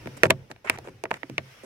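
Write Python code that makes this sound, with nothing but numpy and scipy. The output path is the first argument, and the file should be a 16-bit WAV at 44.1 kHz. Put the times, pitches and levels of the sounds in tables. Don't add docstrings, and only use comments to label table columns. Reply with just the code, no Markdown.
import sys
import numpy as np
from scipy import signal
from scipy.fft import rfft, irfft
from scipy.io import wavfile
from scipy.ndimage import uniform_filter1d

SR = 44100
rng = np.random.default_rng(int(sys.argv[2]) if len(sys.argv) > 2 else 0)


def dump(signal):
    limited = np.clip(np.atleast_2d(signal).T, -1, 1)
    pcm = np.round(limited * 32767).astype(np.int16)
    wavfile.write(sys.argv[1], SR, pcm)


N = 72765

# frequency in Hz, relative spectral density in dB.
HISS_SPECTRUM = [(200, -23), (433, 1.5), (760, -5), (1500, 0.5), (2450, 1), (3000, -3), (4500, -9.5),
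                 (5500, -5), (7200, -16.5), (10400, -16), (16000, -21.5)]
RUMBLE_SPECTRUM = [(20, -16), (50, -8), (80, -4), (116, 7), (160, -8.5), (450, -9.5), (900, -19),
                   (3000, -60.5)]
# time in seconds, level in dB.
HISS_ENVELOPE = [(.22, -52.5), (0.309, -59), (0.621, -66), (0.801, -57.5), (1.078, -64), (1.2, -58),
                 (1.398, -58), (1.5, -53), (1.65, -54)]
RUMBLE_ENVELOPE = [(0, -47.5), (0.2, -48), (.42, -49.5), (0.481, -56.5), (.62, -61.5), (0.799, -48.5),
                   (1.05, -58.5), (1.65, -59.5)]
# frequency in Hz, left-right correlation from 0 to 1.
COHERENCE = [(60, 1), (300, 0.91), (700, 0.3), (2000, 0.1), (6000, 0.019)]
# frequency in Hz, left minus right in dB.
BALANCE = [(2000, -1.5), (4500, -1.5), (8000, -9), (16000, -5.5)]
# start and length in seconds, then low, middle and treble gain in dB.
RUSTLE_EVENTS = [(0.165, 0.02, -39.5, -54.5, -56.5), (0.237, 0.035, -27, -39.5, -52),
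                 (0.497, 0.03, -42.5, -58.5, -69.5), (0.643, 0.026, -36, -45.5, -65.5),
                 (0.667, 0.028, -50, -35.5, -66.5), (0.7, 0.068, -45.5, -47.5, -66.5),
                 (0.84, 0.059, -44, -59.5, -71), (1.126, 0.053, -47.5, -52.5, -68),
                 (1.632, .03, -33, -66.5, -63)]
RUSTLE_BANDS_HZ = (400, 2200, 8000)
# frequency in Hz, gain in dB.
RUSTLE_SPECTRUM = [(50, -59.5), (200, 9), (500, 13.5), (2300, 15.5), (3800, 5), (8000, 13.5), (13000, 3.5),
                   (16000, -22.5)]
# frequency in Hz, gain in dB, 60 dB decay time (t60) in seconds.
CABIN_REVERB = [(60, -7, .12), (131, -1, 0.21), (300, -14.5, 0.1), (1230, -19, 0.061), (2400, -24.5, 0.056),
                (12000, -44.5, .04)]
PLASTIC_RATTLE = [(120, -7.5, 0.12), (580, -5, 0.012), (1150, -12.5, .022), (2185, -9, 0.0069),
                  (4100, -13, 0.014), (9300, -10.5, 0.0055), (15800, -19, .0026)]
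# frequency in Hz, t60 in seconds, gain in dB.
BOOM_MODES = [(99.3, .22, 7.5), (132.7, 0.35, 11.5), (374, 0.19, -2), (530, 0.25, -7)]
# frequency in Hz, t60 in seconds, left and right gain in dB.
COVER_MODES = [(322, 0.038, -4, -2.5), (512, 0.02, -1, -3.5), (653.5, 0.047, 0.5, -2),
               (936, 0.024, -6, -2.5), (1313, 0.019, -9.5, -14), (1856, 0.011, -7, -0.5),
               (2195, 0.011, -2, -5), (2610, 0.0046, -7.5, -3), (3600, 0.0048, -10, -15),
               (4500, 0.0035, -15, -15), (6080, .004, -17, -4), (8500, 0.00076, -28, -15.5)]
# start in seconds, pitch of the struck spot in Hz, six band gains in dB (boom, thud, body,
# ring, edge, treble), left minus right in dB.
CLICK_EVENTS = [ (0.0586, 317, 12, 13, 0.5, -6, -12, -26.5, 2),
                (0.0724, 680, 3, 13, 1.5, 3, -10, -15.5, 1.5),
                (0.2336, 2150, 12.5, 20, 28, 27.5, 17, 4, -2), (0.2338, 520, 23.5, 23, 31.5, -7, 10, 0, 1),
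                (.2407, 540, -18.5, 6, 19.5, 9.5, 6, -9, -7), (.255, 880, 9.5, 21.5, 22.5, 13.5, 8, -18, 3),
                (.301, 426, 24, 26.5, 15, 12, 0, -8, -1.5),
                (0.3052, 3650, 19, 14.5, 20.5, 28.5, 19, 17.5, 1),
                (.307, 660, -2, 15.5, 22, 21.5, 10, -3, 5.5), (.503, 313, 2, 3.5, -3, -17, -38, -42, 2.5),
                (0.5138, 1790, -7, -11, 2, -3.5, 0, -14, 3),
                (.562, 697, -16.5, -21, -13.5, -15, -21, -42.5, 1.5),
                (0.6977, 2590, 14, 15.5, 19, 25, 15.5, 12.5, 2.5),
                (0.7747, 720, -16, -10, -6.5, -3, -10, -41, 0), (0.7863, 720, -8.5, 3, 3, -2, -3, -11.5, 1),
                (.874, 543, -12.5, 10, -1.5, -6, -13, -41, 2.5),
                (.885, 388, -6.5, 6.5, -0.5, -7.5, -18, -25.5, 4),
                (1.0381, 456, -5, 15.5, 16.5, 3, 2, -3.5, 0.5),
                (1.0545, 2410, -11, -4, 9.5, 5.5, -10.5, -26.5, -0.5),
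                (1.108, 1110, 5.5, 14.5, 5, 4, -5, -14, 3), (1.1131, 980, 1, 12.5, 19, 15, 3, -13, 0),
                (1.1408, 1740, -28, -7, 2, 6.5, 1, -14.5, 1),
                (1.2314, 2080, -21, 13.5, 5, 4.5, -4.5, -29, -2.5),
                (1.2976, 286, 12, 18, -1, -7.5, -7, -15.5, 0),
                (1.3804, 1930, -0.5, 4.5, 6, 18, 12, -7.5, 4.5),
                (1.3809, 587, 10, 10, 12.5, -9, -3, -19, -4)]
CLICK_BANDS_HZ = (120, 280, 650, 2200, 4200, 9000)


def amp(db):
    return 10 ** (np.asarray(db) / 20)


def unit_rms(x):
    return x / np.sqrt(np.mean(x ** 2) + 1e-20)


def curve_at(points, hz):
    knots_hz, values = np.transpose(points)
    return np.interp(np.log(hz + 1), np.log(knots_hz + 1), values)


def add(mix, start_s, sound):
    part = mix[:, round(start_s * SR):][:, :sound.shape[1]]
    part += sound[:, :part.shape[1]]


def colour(x, points, size=2048):
    log_gain = np.log(amp(curve_at(points, abs(np.fft.fftfreq(size, 1 / SR)))))
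    response = np.exp(np.conj(signal.hilbert(log_gain)))
    taps = np.fft.ifft(response).real[:size // 2]
    return signal.fftconvolve(x, taps[None], axes=1)[:, :x.shape[1]]


def stereo_noise(size, leaning=True):
    hz = np.fft.rfftfreq(size, 1 / SR)
    left, independent = rfft(rng.standard_normal((2, size)))
    coherence = np.clip(curve_at(COHERENCE, hz), -1, 1)
    right = coherence * left + np.sqrt(1 - coherence ** 2) * independent
    lean = amp(curve_at(BALANCE, hz) / 2 * leaning)
    return irfft(np.array([left * lean, right / lean]), size)


def background(spectrum, envelope, patch_db=3.5):
    hz, _, frames = signal.stft(stereo_noise(N, leaning=False), SR, nperseg=2048)
    patches = unit_rms(uniform_filter1d(rng.standard_normal(frames.shape), size=12, axis=0))
    gain = amp(curve_at(spectrum, hz)[:, None] + patch_db * patches)
    shaped = signal.istft(frames * gain, SR, nperseg=2048)[1][:, :N]
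    level_db = np.interp(np.arange(N) / SR, *np.transpose(envelope))
    return unit_rms(shaped) * amp(level_db)


def rustle(length_s, band_db, ramp_s=0.0045, grain_db=2, size=8192):
    t = np.arange(size) / SR
    flicker = unit_rms(uniform_filter1d(rng.standard_normal(size), size=60))
    gate = np.clip(np.minimum(t, length_s - t) / ramp_s, 0, 1)
    burst = unit_rms(stereo_noise(size) * amp(grain_db * flicker)) * gate
    return colour(colour(burst, RUSTLE_SPECTRUM), list(zip(RUSTLE_BANDS_HZ, band_db)))


def diffuse_decay(bands, t):
    hz = np.fft.rfftfreq(len(t), 1 / SR)
    spectrum = rfft(stereo_noise(len(t)))
    centres_hz = [row[0] for row in bands]
    sound = 0
    for (_, db, t60), weights in zip(bands, np.eye(len(bands))):
        share = curve_at(list(zip(centres_hz, weights)), hz)
        attack = np.minimum(20 * t / t60, 1)
        envelope = attack * np.exp(-np.log(1000) * t / t60)
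        sound += amp(db) * irfft(spectrum * share, len(t)) * envelope / np.linalg.norm(envelope)
    return sound


def mode(hz, t60, t, wave=np.sin):
    damping = np.log(1000) / t60
    return 2 * damping / SR * np.exp(-damping * t) * wave(2 * np.pi * hz * t)


def cabin_boom(t, rise_s=0.022):
    swell = 1 - np.exp(-(t / rise_s) ** 2)
    return swell * sum(amp(db) * mode(hz, t60, t) for hz, t60, db in BOOM_MODES)


def cover_ring(t, detune_share=0.015, left_delay_s=0.00011):
    since_arrival = np.maximum(t - np.array([[left_delay_s], [0]]), 0)
    detune = 1 + detune_share * rng.standard_normal(len(COVER_MODES))
    return sum((-1) ** k * amp([[left_db], [right_db]]) * mode(hz * detune[k], t60, since_arrival)
               for k, (hz, t60, left_db, right_db) in enumerate(COVER_MODES))


def click(spot_hz, band_db, pan_db, spot_db=1, spot_cycles=9, low_cut_hz=80, size=12288):
    t = np.arange(size) / SR
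    sound = cover_ring(t) + cabin_boom(t)
    sound += diffuse_decay(PLASTIC_RATTLE, t)
    sound += diffuse_decay(CABIN_REVERB, t)
    spot = amp(spot_db) * mode(spot_hz, spot_cycles / spot_hz, t, np.cos)
    sound += signal.fftconvolve(sound, spot[None], axes=1)[:, :size]
    low_cut = signal.butter(2, low_cut_hz, "highpass", fs=SR, output="sos")
    sound = signal.sosfilt(low_cut, sound)
    pan = amp([[pan_db / 2], [-pan_db / 2]])
    return pan * colour(sound, list(zip(CLICK_BANDS_HZ, band_db)))


def scene():
    hiss = background(HISS_SPECTRUM, HISS_ENVELOPE)
    rumble = background(RUMBLE_SPECTRUM, RUMBLE_ENVELOPE)
    mix = hiss + rumble
    for start_s, length_s, *band_db in RUSTLE_EVENTS:
        add(mix, start_s, rustle(length_s, band_db))
    for start_s, spot_hz, *band_db, pan_db in CLICK_EVENTS:
        add(mix, start_s, click(spot_hz, band_db, pan_db))
    return mix


def record(dry):
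    ceiling, cutoff_hz = 0.95, 16100
    saturated = np.clip(dry, -ceiling, ceiling)
    low_pass = signal.firwin(255, cutoff_hz, window=("kaiser", 8), fs=SR)
    return signal.oaconvolve(saturated, low_pass[None], "same")


dry = scene()
out = record(dry)
dump(out)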